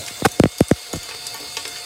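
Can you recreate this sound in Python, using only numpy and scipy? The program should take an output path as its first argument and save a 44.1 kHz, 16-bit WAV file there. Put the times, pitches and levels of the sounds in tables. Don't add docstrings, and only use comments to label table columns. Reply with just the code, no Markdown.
import sys
import numpy as np
from scipy import signal
from scipy.fft import rfft, irfft
from scipy.io import wavfile
from scipy.ndimage import uniform_filter1d

SR = 44100
rng = np.random.default_rng(int(sys.argv[2]) if len(sys.argv) > 2 else 0)


def unload_wav(signal):
    wavfile.write(
        sys.argv[1],
        SR,
        np.round(np.clip(np.atleast_2d(signal).T, -1, 1) * 32767).astype(np.int16),
    )


N = 81585
TIME = np.arange(N) / SR
HZ = np.fft.rfftfreq(N, 1 / SR)


def amp(db):
    return 10 ** (np.asarray(db) / 20)


def unit(x):
    return x / np.sqrt(np.mean(x ** 2) + 1e-20)


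def curve(points):
    return np.interp(TIME, *np.transpose(points))


def spectrum(points):
    hz, db = np.transpose(points)
    return amp(np.interp(np.log(HZ + 1), np.log(hz + 1), db))


def shaped(x, gain):
    return irfft(rfft(x) * gain, N)


def noise(gain):
    return unit(shaped(rng.standard_normal(N), gain))


def band(x, low_hz, high_hz):
    top_hz = np.clip(high_hz, low_hz + 100, SR / 2 - 100)
    return signal.sosfilt(signal.butter(2, [low_hz, top_hz], "band", fs=SR, output="sos"), x)


def wander(rate_hz):
    return noise(np.exp(-(HZ / rate_hz) ** 2))


def decay(start_s, decay_s):
    return (TIME >= start_s) * np.exp(-np.abs(TIME - start_s) / decay_s)


# (frequency [Hz], relative level [dB])
RUMBLE_SPECTRUM = [(25, -48), (45, -15), (70, -5.5), (115, -1), (170, -12), (300, -9), (1000, -34),
                   (16000, -80)]
# (time [s], level [dB])
RUMBLE_ENVELOPE = [(0, -37), (.06, -52.5), (.12, -51.5), (.3, -49.5), (.55, -62), (.83, -64), (1.0, -52),
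                   (1.75, -51.5), (1.85, -64)]


def rumble():
    return amp(curve(RUMBLE_ENVELOPE)) * noise(spectrum(RUMBLE_SPECTRUM))


# (frequency [Hz], width [Hz], relative level [dB])
TRACK_MODES = [(273, 61.5, -24.5), (466, 36, -11.5), (889, 24, -14), (2623, 73, -7.5), (4350, 160, -1.5),
               (4550, 220, -1), (4615, 71, -1.5), (4815, 150, -1.5), (5220, 96, -7)]
# (time [s], gain [dB])
ROLLING_ENVELOPE = [(0, -57), (.5, -47.5), (.85, -46), (1.1, -43), (1.45, -42.5), (1.7, -44.5), (1.85, -43)]


def rolling():
    rings = sum(amp(db) * noise(1 / (1 + (2 * (HZ - hz) / width_hz) ** 2))
                for hz, width_hz, db in TRACK_MODES)
    return amp(curve(ROLLING_ENVELOPE)) * rings


# (time [s], whine fundamental [Hz])
MOTOR_SPEED = [(0, 717), (.09, 701), (.22, 712), (.3, 717.7), (.48, 721.2), (.62, 721), (.78, 717.3),
               (.9, 710), (1.06, 700.7), (1.17, 728), (1.27, 711), (1.38, 714.5), (1.48, 719), (1.57, 718),
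               (1.66, 702), (1.76, 717), (1.85, 713)]
# (multiple, level [dB])
WHINE_HARMONICS = [(1, -49.5), (2, -57), (3, -49), (4, -56.5), (5, -45.5), (6, -50.5), (7, -51.5),
                   (9, -49.5), (11, -54.5)]


def motor(waver_share=0.00314, flutter_db=2.5):
    cycles = np.cumsum(curve(MOTOR_SPEED) * (1 + waver_share * wander(rate_hz=40))) / SR
    out = np.zeros(N)
    for multiple, db in WHINE_HARMONICS:
        flutter = amp(flutter_db * wander(rate_hz=23))
        tone = np.sin(2 * np.pi * (round(multiple) * cycles + rng.random()))
        out += amp(db) * unit(flutter * tone)
    return out


# (frequency [Hz], relative density [dB])
GEAR_SPECTRUM = [(30, -34), (200, -17.5), (300, -9.5), (480, 1), (600, 0), (900, -4), (1200, -0.5),
                 (1700, -3.5), (2200, 0), (3100, -3), (3600, 3), (4600, -1), (5800, -2.5), (6500, -1.5),
                 (8300, 1), (9700, -4), (11500, -11), (13200, -8.5), (16000, -14.5)]
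# (time [s], level [dB])
GEAR_ENVELOPE = [(0, -33), (.14, -36), (.28, -34), (.5, -37.5), (.68, -36.5), (.85, -35), (1.1, -37.5),
                 (1.3, -36), (1.55, -36), (1.76, -35.5), (1.85, -37.5)]


def gears(patch_db=2.8, ticks_per_s=260, tick_spread_db=5.5, rattle_db=-7):
    cells = signal.stft(rng.standard_normal(N), nperseg=512)[2]
    patches = uniform_filter1d(rng.standard_normal(cells.shape), size=4, axis=0)
    patches = unit(uniform_filter1d(patches, size=10, axis=1))
    whir = signal.istft(cells * amp(patch_db * patches), nperseg=512)[1][:N]
    onsets = rng.random(N) < ticks_per_s / SR
    ticks = onsets * amp(tick_spread_db * np.minimum(rng.exponential(1, N), 3))
    rattle = signal.fftconvolve(ticks, decay(0, decay_s=0.003))[:N] * rng.standard_normal(N)
    teeth = unit(whir) + amp(rattle_db) * unit(rattle)
    return amp(curve(GEAR_ENVELOPE)) * unit(shaped(teeth, spectrum(GEAR_SPECTRUM)))


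def room(x, t60_s=0.18):
    tail = (rng.standard_normal(N) * amp(-60 * TIME / t60_s) * (TIME > .004))[:SR // 2]
    return signal.fftconvolve(x, tail / np.linalg.norm(tail))[:N]


# (frequency [Hz], relative level [dB], t60 [s])
FRAME_MODES = [(290, -5, .13), (437.3, 1.5, 0.14), (479, 5, .1), (900, 4.5, 0.11), (1130, 2, 0.11),
               (1443, -1, 0.28), (1806, 7.5, 0.18), (2200, 10, 0.11), (2780, -5, .1), (3050, 8.5, 0.22),
               (4690, 16, 0.16)]


def frame(t, centre_hz, fall_db_per_octave=10.5, rise_s=0.0017):
    modes = np.zeros(len(t))
    for hz, db, t60_s in FRAME_MODES:
        driven_db = db - fall_db_per_octave * abs(np.log2(hz / centre_hz))
        modes += amp(driven_db - 60 * t / t60_s) * np.sin(2 * np.pi * (hz * t + rng.random()))
    return modes * (1 - np.exp(-t / rise_s))


# (time [s], burst level [dB], low edge [Hz], high edge [Hz], burst decay [s],
# ring [Hz], ring level [dB], frame gain [dB], frame centre [Hz])
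CLACK_HITS = [(0.0632, -29, 4000, 8400, .004, 5520, -29, -59, 1505),
              (0.0783, -23, 1000, 7500, 0.0061, 2190, -40, -46, 1390),
              (0.3173, -25.5, 5560, 12000, 0.0045, 6250, -27, -66, 3000),
              (0.5833, -18, 4200, 11100, 0.0033, 4880, -26, -55, 4000),
              (0.6838, -20.5, 5450, 10600, 0.0023, 8460, -28, -55, 4000),
              (0.9308, -22.5, 3460, 11900, 0.0041, 6770, -20.5, -44, 2020),
              (.9582, -28, 4000, 9700, 0.0063, 7580, -30, -59, 2000),
              (1.0315, -26.5, 3450, 11340, 0.0038, 6880, -29, -48.5, 2970),
              (1.089, -30, 908, 6000, 0.014, 2510, -44, -40, 450),
              (1.11, -37, 1120, 3530, 0.025, 2580, -26.5, -38.5, 920),
              (1.142, -39, 900, 3000, .016, 2250, -42, -38.5, 503),
              (1.2675, -21, 3970, 10600, .004, 4870, -20.5, -44, 452.4),
              (1.3437, -25.5, 1800, 13980, 0.0024, 6650, -30, -33.5, 920),
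              (1.401, -32, 3000, 13000, .003, 4400, -36, -34, 285.5),
              (1.427, -45, 1500, 6000, 0.0034, 4530, -47, -33.5, 322),
              (1.5687, -14.5, 2230, 5640, 0.0049, 5470, -32, -28.5, 727),
              (1.6528, -20.5, 1160, 4500, .004, 5240, -23.5, -35, 480),
              (1.6785, -23.5, 3000, 11070, 0.0022, 5180, -31, -42, 300),
              (1.7571, -35, 1488, 5984, 0.019, 4544, -30, -46, 2000)]


def clacks(grit_spread=0.72, ring_decay_s=0.005):
    out, t = np.zeros(N), np.arange(SR // 4) / SR
    for start_s, db, low_hz, high_hz, decay_s, ring_hz, ring_db, frame_db, centre_hz in CLACK_HITS:
        grit = unit(rng.standard_normal(len(t)) * np.exp(grit_spread * rng.standard_normal(len(t))))
        burst = band(grit * np.exp(-t / decay_s), low_hz, high_hz) / np.std(band(grit, low_hz, high_hz))
        ring = np.sin(2 * np.pi * ring_hz * t) * np.exp(-t / ring_decay_s)
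        clack = amp(db) * burst + amp(ring_db) * ring + amp(frame_db) * frame(t, centre_hz)
        slot = out[round(start_s * SR):][:len(t)]
        slot += clack[:len(slot)]
    return out


# (time [s], length [s], friction level [dB], squeak gain [dB], tilt [dB/octave])
RUB_STROKES = [(.2490, 0.01615, -7, -11.5, -0.5), (0.926, 0.0425, -25, -56, -8)]
# (frequency [Hz], relative level [dB])
FRICTION_SPECTRUM = [(40, -24), (100, -5.5), (250, 0.5), (600, -0.5), (790, 1.5), (950, -10), (1400, -5),
                     (2500, -14.5), (5000, -17), (10000, -20), (16000, -33)]
# (frequency [Hz], relative level [dB])
CASE_MODES = [(487, -0.5), (780, -1), (880, -6.5), (1136, -33), (1282, -9), (1470, -5), (1750, -12),
              (2185, -9.5), (2482, -10)]


def rubs(ramp_s=0.0019):
    out = np.zeros(N)
    for start_s, length_s, db, squeak_db, tilt_db_per_octave in RUB_STROKES:
        t = TIME - start_s
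        stroke = np.clip(np.minimum(t, length_s - t) / ramp_s, 0, 1)
        tilt = amp(tilt_db_per_octave * np.log2(np.maximum(HZ, 70)))
        squeak = sum(amp(mode_db) * np.sin(2 * np.pi * (hz * t + rng.random()))
                     for hz, mode_db in CASE_MODES)
        friction = shaped(rng.standard_normal(N) * stroke, unit(spectrum(FRICTION_SPECTRUM) * tilt))
        out += amp(db) * friction + amp(squeak_db) * stroke * squeak
    return out


# (time [s], thump level [dB], crack level [dB], crack high edge [Hz], fizz level [dB],
# rebound delay [s], rebound gain [dB])
CAMERA_KNOCKS = [(0.1082, -26, -48, 2000, -50, .001, -7), (0.2215, -8.5, -22.5, 1740, -45, 0.00097, -1),
                 (0.2554, -8.5, -4, 4960, -12, 0.00063, -6), (0.2623, -1.5, -14, 2550, -28, .001, -6),
                 (.3990, 9.5, -7, 2420, -7.5, 0.00077, -5.5), (.4368, 6.5, -1, 2880, -15, 0.000947, -10.5),
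                 (0.4562, 1.5, -9.5, 2130, -26, 0.0015, -10), (.6074, 8.5, -6.5, 2800, -8, 0.001, -20),
                 (.7130, 7.5, -4, 2360, -11.5, 0.00057, 1), (.9355, -8, -22, 1390, -47, .003, 0),
                 (0.9532, -19, -48, 1200, -50, 0.00086, -6)]
# (frequency [Hz], relative level [dB])
THUMP_SPECTRUM = [(30, -51), (50, -14.5), (70, -3.5), (100, -1.5), (150, 1.5), (300, 2), (400, -3),
                  (520, -2), (700, -10), (1000, -26.5), (2000, -74), (16000, -75)]


def knocks(fizz_decay_s=0.0012):
    out, colour = np.zeros(N), spectrum(THUMP_SPECTRUM)
    colour = colour / irfft(colour, N)[0]
    for start_s, thump_db, crack_db, high_hz, fizz_db, rebound_s, rebound_db in CAMERA_KNOCKS:
        impulse = np.exp(-2j * np.pi * HZ * start_s)
        push = irfft(colour * impulse, N)
        rebound = amp(rebound_db) * np.exp(-2j * np.pi * HZ * rebound_s)
        crack = band(irfft(impulse * (1 + rebound), N), low_hz=850, high_hz=high_hz)
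        fizz_envelope = decay(start_s - fizz_decay_s, fizz_decay_s)
        fizz = band(rng.standard_normal(N) * fizz_envelope, low_hz=3200, high_hz=10200)
        out += amp(crack_db) * crack / np.abs(crack).max() + amp(fizz_db) * fizz - amp(thump_db) * push
    return out


def handling(bass_delay_s=0.0297, corner_hz=101.4):
    phase_rad = 2 * np.pi * bass_delay_s * corner_hz * np.arctan2(corner_hz, HZ)
    return shaped(knocks() + rubs(), np.exp(1j * phase_rad))


def scene(room_db=-6):
    hits = clacks()
    machine = hits + amp(room_db) * room(hits) + motor() + gears() + rolling()
    return (machine + rumble() + handling())[None]


def record(dry):
    threshold_db, release_db_per_s, reduction_share = -15.5, 21, 0.24
    ceiling, knee, cutoff_hz = 0.96, 8.4, 15820
    power_db = 10 * np.log10(np.abs(uniform_filter1d(dry[0] ** 2, size=400)) + 1e-12)
    release_db = TIME * release_db_per_s
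    held_db = np.maximum.accumulate(power_db + release_db) - release_db
    over_db = np.maximum(held_db - threshold_db, 0)
    ducked = dry / amp(reduction_share * uniform_filter1d(over_db, size=200))
    rounded = ducked / (1 + np.abs(ducked / ceiling) ** knee) ** (1 / knee)
    low_pass = signal.firwin(511, cutoff_hz, window=("kaiser", 9), fs=SR)
    return signal.oaconvolve(rounded, low_pass[None], "same")


dry = scene()
out = record(dry)
unload_wav(out)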